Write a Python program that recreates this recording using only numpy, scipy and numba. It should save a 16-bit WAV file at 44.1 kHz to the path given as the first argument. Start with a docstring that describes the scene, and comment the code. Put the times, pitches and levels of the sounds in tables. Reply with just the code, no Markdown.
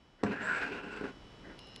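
"""Over quiet room noise, a knife lands with a knock in a small hand sharpener on a wooden desk.
It is pulled through once: grit rasps along the edge and makes the blade and the desk ring.
The tip drops out with a soft clatter, and then a hand rubs briefly.
Last, a tiny motor, probably for a lens, buzzes and ticks."""
import sys
import numpy as np
from scipy import signal
from scipy.fft import rfft, irfft
from scipy.io import wavfile
from scipy.ndimage import uniform_filter1d
from numba import njit

SR = 44100
rng = np.random.default_rng(int(sys.argv[2]) if len(sys.argv) > 2 else 0)


def dump(signal):
    """Clip the signal to [-1, 1] and save it as 16-bit WAV at the path in sys.argv[1]."""
    limited = np.clip(np.atleast_2d(signal).T, -1, 1)
    pcm = np.round(limited * 32767).astype(np.int16)
    wavfile.write(sys.argv[1], SR, pcm)


N = 79380
T = np.arange(N) / SR


def undb(db):
    """Turn decibels into a gain."""
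    return 10 ** (np.asarray(db) / 20)


def unit(x):
    """Scale to an average strength (rms) of 1."""
    return x / np.sqrt(np.mean(x ** 2))


def curve(rows, column=1):
    """One column of a table, joined by straight lines in time."""
    rows = np.array(rows)
    return np.interp(T, rows[:, 0], rows[:, column])


def ramp(start_s, length_s):
    """Rise from 0 to 1."""
    return np.clip((T - start_s) / length_s, 0, 1)


def decay(fade_s):
    """Die away by 60 dB in fade_s seconds: the fade time."""
    return np.exp(-np.log(1000) * T / fade_s)


def place(x, start_s):
    """Delay a sound to its start time."""
    return np.concatenate([np.zeros(int(start_s * SR)), x])[:N]


def through(x, response):
    """Play a sound through an object, given its response to one tap."""
    return signal.fftconvolve(x, response)[:N]


def ring(notes):
    """The fading notes of an object tapped once."""
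    return sum(undb(db) * decay(fade_s) * np.cos(2 * np.pi * hz * T) for hz, db, fade_s in notes)


def colour(points):
    """A click with the given balance of low and high pitches."""
    hz, db = np.array(points).T
    size = 4096
    freqs = np.maximum(np.fft.rfftfreq(size, 1 / SR), 1)
    gains = undb(np.interp(np.log(freqs), np.log(hz), db))
    cepstrum = irfft(np.log(gains))
    cepstrum[1:size // 2] *= 2  # this fold moves the energy to the click's start
    cepstrum[size // 2 + 1:] = 0
    return irfft(np.exp(rfft(cepstrum)))


def damped(x, top_hz):
    """Soften the treble."""
    return signal.sosfilt(signal.butter(2, top_hz, fs=SR, output="sos"), x)


@njit
def band(x, hz, width_hz):
    """Keep the sound near a moving pitch."""
    y, band_state, low_state = np.empty(len(x)), 0., 0.
    for i in range(len(x)):
        tuning, damping = np.tan(np.pi * hz[i] / SR), width_hz / hz[i]
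        swing = (band_state + tuning * (x[i] - low_state)) / (1 + tuning * (tuning + damping))
        band_state = 2 * swing - band_state
        low_state += 2 * tuning * swing
        y[i] = damping * swing
    return y


def steep_band(x, hz, width_hz):
    """A sharper band, scaled to strength 1."""
    return unit(band(band(x, hz, width_hz), hz, width_hz))


def wander(per_s):
    """A smooth random drift of strength 1."""
    span = int(SR / per_s)
    return unit(uniform_filter1d(uniform_filter1d(rng.standard_normal(N), span), span))


def burst(fade_s):
    """A short dying rattle with energy 1."""
    rattle = rng.standard_normal(N) * decay(fade_s)
    return rattle / np.linalg.norm(rattle)


def tones(rows, waver):
    """Slightly unsteady tones."""
    return sum(np.sqrt(2) * undb(db) * np.sin(2 * np.pi * (hz * T + rng.random()) + waver * wander(28))
               for hz, db in rows)


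def grit(catch, hits_per_s=5000, spread_db=2):
    """Tiny grains collide at random, harder where the surface catches."""
    hits = rng.random(N) < hits_per_s / SR
    sizes = undb(spread_db * np.minimum(rng.exponential(size=N), 5))
    return hits * sizes * np.sign(rng.standard_normal(N)) * catch


# The room's noise. Each row: pitch in Hz, relative level in dB.
AIR_COLOUR = [(15, -35), (25, -2.5), (70, -7.5), (224, -10), (268, -10), (460, -13.5), (643, -17.5),
              (922, -19), (1760, -24), (2940, -26.5), (3620, -30.5), (5320, -34), (11800, -55),
              (15400, -111), (22000, -120)]
# A faint whine. Each row: pitch in Hz, final level in dB.
WHINE_TONES = [(2989,-67.5),(3332,-75),(3908,-77.5),(4829,-82.5),(5405,-77)]
def background():
    """Room noise and a faint whine grow louder, then hold."""
    air = undb(-54) * unit(through(rng.standard_normal(N), colour(AIR_COLOUR)))
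    swell = undb(curve([(0.28, -8.5), (1.08, 0)]))
    return (air + tones(WHINE_TONES, waver=0.68)) * swell


# The motor's buzz. Each row: pitch in Hz, level in dB.
BUZZ_TONES = [(2810,-65),(2945,-63.5),(3811,-75.5),(3946,-72),(4081,-75),(4215,-72.5),(4811,-82),(5082,-72),(5216,-69.5),(5351,-70.5),(5486,-76),(5621,-81),(6200,-85)]
# Its ticks. Each row: start in seconds, relative level in dB.
MOTOR_TICKS = [(1.5907,-23),(1.671,-34),(1.6863,-39),(1.7615,-22)]
# The tone of a tick. Each row: pitch in Hz, relative level in dB.
TICK_COLOUR = [(1000,-34),(2100,2),(2700,4),(3400,5),(4000,5),(5300,1),(6000,-8),(6800,-4.5),(8600,-16),(9800,-1),(10600,-1),(11200,-18),(13000,-27)]
def motor():
    """A tiny motor starts to buzz and ticks four times."""
    ticks = sum(undb(db) * place(burst(fade_s=0.012), start) for start, db in MOTOR_TICKS)
    buzz = ramp(1.578, 0.008) * tones(BUZZ_TONES, waver=0.75)
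    return buzz + through(ticks, colour(TICK_COLOUR))


# The hand's touches. Each row: start in seconds, hold in seconds, level in dB.
HAND_RUBS = [(0.181,0.013,-58),(1.432,0.064,-51)]
# The tone of a rub. Each row: pitch in Hz, relative level in dB.
RUB_COLOUR = [(100,-9.5),(260,2),(500,-3),(700,-11.5),(1250,-14.5),(1500,-4),(2000,-8),(2250,-22),(5000,-34),(12000,-64)]
def hand_rub(rise_s=0.019, fall_s=0.037):
    """A hand slides softly on the desk, before and after the stroke."""
    swell = sum(undb(db) * ramp(start, rise_s) * (1 - ramp(start + rise_s + hold, fall_s))
                for start, hold, db in HAND_RUBS)
    return swell * unit(through(grit(catch=1), colour(RUB_COLOUR)))


WOOD_TOP_HZ = 1290
# The notes of desk and sharpener. Each row: pitch in Hz, relative level in dB, fade time in seconds.
DESK_NOTES = [(124,-23,0.11),(215,-6.5,0.17),(268.5,2.5,0.095),(297,-2.5,0.087),(361,-4,0.35),(396.4,-0.5,0.12),(414.4,-2,0.14),(486,-6.5,0.16),(630,-25,0.069),(702,-8,0.15),(819,-8.5,0.069),(966,-15.5,0.065),(962,-7.5,0.05)]
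def desk_ring():
    """Tapped wood rings and soaks up the treble."""
    return damped(ring(DESK_NOTES), WOOD_TOP_HZ)


# The load on the desk. Each row: time in seconds, relative level in dB.
DESK_LOAD = [(0.34,-40),(0.38,-50.5),(0.55,-48.5),(0.67,-43.5),(0.70,-42.5),(0.884,-46.5),(0.915,-55),(0.94,-44.5),(1.0,-46.5)]
def desk_rumble(grains):
    """Grit shakes the desk as the knife presses down."""
    return unit(through(grains, desk_ring())) * undb(curve(DESK_LOAD) - 0.5)


# The desk's deepest notes. Each row: pitch in Hz, relative level in dB, fade time in seconds.
DEEP_NOTES = [(118.6,-10.5,0.16),(180,-18,0.064),(202.8,-0.5,0.31)]
# The booms. Each row: start in seconds, relative level in dB.
DESK_BOOMS = [(0.2447,-25),(0.2973,-29)]
def desk_boom():
    """The hand's weight makes the desk boom as the blade settles in."""
    boom = ring(DEEP_NOTES) * ramp(0, 0.0051)
    return sum(undb(db) * place(boom, start) for start, db in DESK_BOOMS)


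def desk_drone(grains):
    """Grit keeps those deep notes going early in the stroke."""
    drone = unit(through(grains, damped(ring(DEEP_NOTES), WOOD_TOP_HZ)))
    return undb(-46.5) * drone * (1 - ramp(0.494, 0.093))


# The blade's knocks. Each row: start in seconds, relative thud and crack levels in dB, contact in ms.
BLADE_KNOCKS = [(0.2319,-38.5,-41,0.61),(0.2359,-28.5,-21.5,0.72),(0.2396,-60,-51,0.62),(0.2448,-38.5,-47,0.37),(0.2646,-42,-42,3),(0.316,-57,-68,2.2),(1.0111,-37.5,-37.5,1.4),(1.03,-43.5,-62,0.93),(1.0404,-37.5,-37.5,1.25),(1.0558,-41,-70,0.8)]
# The tone of a crack. Each row: pitch in Hz, relative level in dB.
CRACK_COLOUR = [(30,-19),(90,11),(200,-11.5),(500,-13.5),(800,-0.5),(1100,1.5),(1500,-0.5),(2500,-11.5),(3500,-19.5),(6000,-22),(7000,-35),(7800,-22),(10000,-50.5),(13000,-48)]
def knocks():
    """Going in and dropping out, the blade thuds on the desk and rattles the housing."""
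    pushes, cracks = np.zeros(N), np.zeros(N)
    for start, thud_db, crack_db, contact_ms in BLADE_KNOCKS:
        pulse = np.sin(np.pi * np.minimum(T * 1000 / contact_ms, 1))
        pushes += undb(thud_db) * place(pulse / pulse.sum(), start)
        crack = (T == 0) + undb(3.5) * burst(fade_s=0.049)  # a click, then a rattle
        cracks += undb(crack_db) * place(crack, start)
    housing = colour(CRACK_COLOUR)
    return through(pushes, desk_ring()) - through(cracks, housing / np.abs(housing).max())


# The edge's squeal. Each row: time in seconds, level in dB.
SQUEAL_LEVELS = [(0.41,-81),(0.432,-59.5),(0.452,-54.5),(0.49,-63),(0.55,-66.5),(0.594,-58.5),(0.625,-81),(0.9,-81),(0.934,-68),(0.948,-80),(0.966,-67),(0.99,-92),(1.045,-84),(1.1,-93)]
def edge_squeal(grains):
    """The edge squeals thinly, sliding up in pitch near the start."""
    pitch_hz = curve([(0.425, 7330), (0.452, 7710)])
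    return steep_band(grains, pitch_hz, width_hz=480) * undb(curve(SQUEAL_LEVELS))


# The blade's higher ring. Each row: time in seconds, pitch in Hz, level in dB.
HIGH_RING = [(0.27,2410,-53.5),(0.33,2570,-52.5),(0.4,2340,-58),(0.52,2230,-47),(0.59,2340,-45),(0.66,2500,-49.5),(0.76,2600,-52.5),(0.86,2720,-56.5),(0.96,2600,-58),(1.1,2500,-74)]
def high_ring(grains):
    """A higher ring climbs unevenly as the free part of the blade shortens."""
    return steep_band(grains, curve(HIGH_RING), width_hz=410) * undb(curve(HIGH_RING, column=2))


# The plastic body's notes. Each row: pitch in Hz, relative level in dB, fade time in seconds.
BODY_NOTES = [(393,-4,0.13),(487,3,0.18),(630.3,7,0.19),(693,5,0.17),(770,-2.5,0.3),(952.6,6,0.28),(1025,7,0.2),(1040,-25.5,0.077)]
def body_ring(grains):
    """The sharpener's plastic body shakes with the blade."""
    return unit(through(grains, damped(ring(BODY_NOTES), top_hz=1820)))


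# The blade's notes in the slot. Each row: pitch in Hz, relative level in dB, fade time in seconds.
BLADE_NOTES = [(1373,-7,0.098),(1408,-1.5,0.11),(1462,5,0.055),(1515,-4.5,0.038),(1560,-1,0.055),(1632,-1,0.036),(1700,-36,0.05),(1694,-7,0.03),(1851,-5.5,0.1)]
# Where its ring is brought out. Each row: time in seconds, pitch in Hz.
BLADE_PITCH = [(0.3,1580),(0.38,1670),(0.48,1620),(0.6,1610),(0.68,1533),(1.05,1558)]
def blade_ring(grains):
    """Grit rings the blade; the ring sinks as the contact nears the tip."""
    ringing = through(grains, ring(BLADE_NOTES))
    return unit(band(ringing, curve(BLADE_PITCH), width_hz=210))


# The pull of the knife. Each row: time in seconds, relative ring level in dB, rasp level in dB.
STROKE_LEVELS = [(0.25,-38.5,-55),(0.296,-49.5,-50),(0.335,-40.5,-50),(0.38,-42,-58),(0.435,-37.5,-49),(0.455,-33.5,-47.5),(0.5,-30.5,-48),(0.56,-35.5,-48.5),(0.582,-34.5,-43),(0.604,-35,-45),(0.645,-38.5,-47),(0.725,-49,-49.5),(0.79,-46,-54),(0.84,-51.5,-58),(0.915,-47,-53),(0.966,-47.5,-50.5),(0.992,-45.5,-53),(1.07,-46.5,-54),(1.12,-60,-50)]
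# The tone of the rasp. Each row: pitch in Hz, relative level in dB.
RASP_COLOUR = [(150,-3),(500,-0.5),(1000,2),(1250,-8),(1850,-3),(2080,4),(2330,-1),(2750,3.5),(3150,-10),(4150,-9.5),(5800,-18),(8800,-29),(11000,-36),(14000,-48)]
def knife_stroke(start_s=0.241, end_s=1.115, fade_s=0.028):
    """Grit rasps on the edge and shakes blade, sharpener and desk while the knife is in the slot."""
    contact = ramp(start_s, fade_s) * (1 - ramp(end_s - fade_s, fade_s))
    catch = undb(1.77 * wander(per_s=80))
    grains = grit(catch)
    ringing = blade_ring(grains) + undb(-13.5) * body_ring(grains)
    chatter = ringing * undb(curve(STROKE_LEVELS) - 0.5)
    rasp = unit(through(grit(catch), colour(RASP_COLOUR))) * undb(curve(STROKE_LEVELS, column=2))
    desk = desk_rumble(grit(catch)) + desk_drone(grains)
    return contact * (chatter + high_ring(grains) + rasp + desk + edge_squeal(grains))


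def scene():
    """The sharpening echoes in a small room; the motor and room noise join it."""
    sharpening = knife_stroke() + knocks() + desk_boom() + hand_rub()
    room = rng.standard_normal(N) * decay(fade_s=0.17) * ramp(0.0056, 0.0016)
    echo = undb(-7.5) * through(sharpening, room / np.linalg.norm(room))
    return (sharpening + echo + motor() + background())[None]


def record(dry):
    """Cut the treble above 13000 Hz."""
    return signal.sosfilt(signal.ellip(8, .2, 70, 13000, fs=SR, output="sos"), dry)


dry = scene()
out = record(dry)
dump(out)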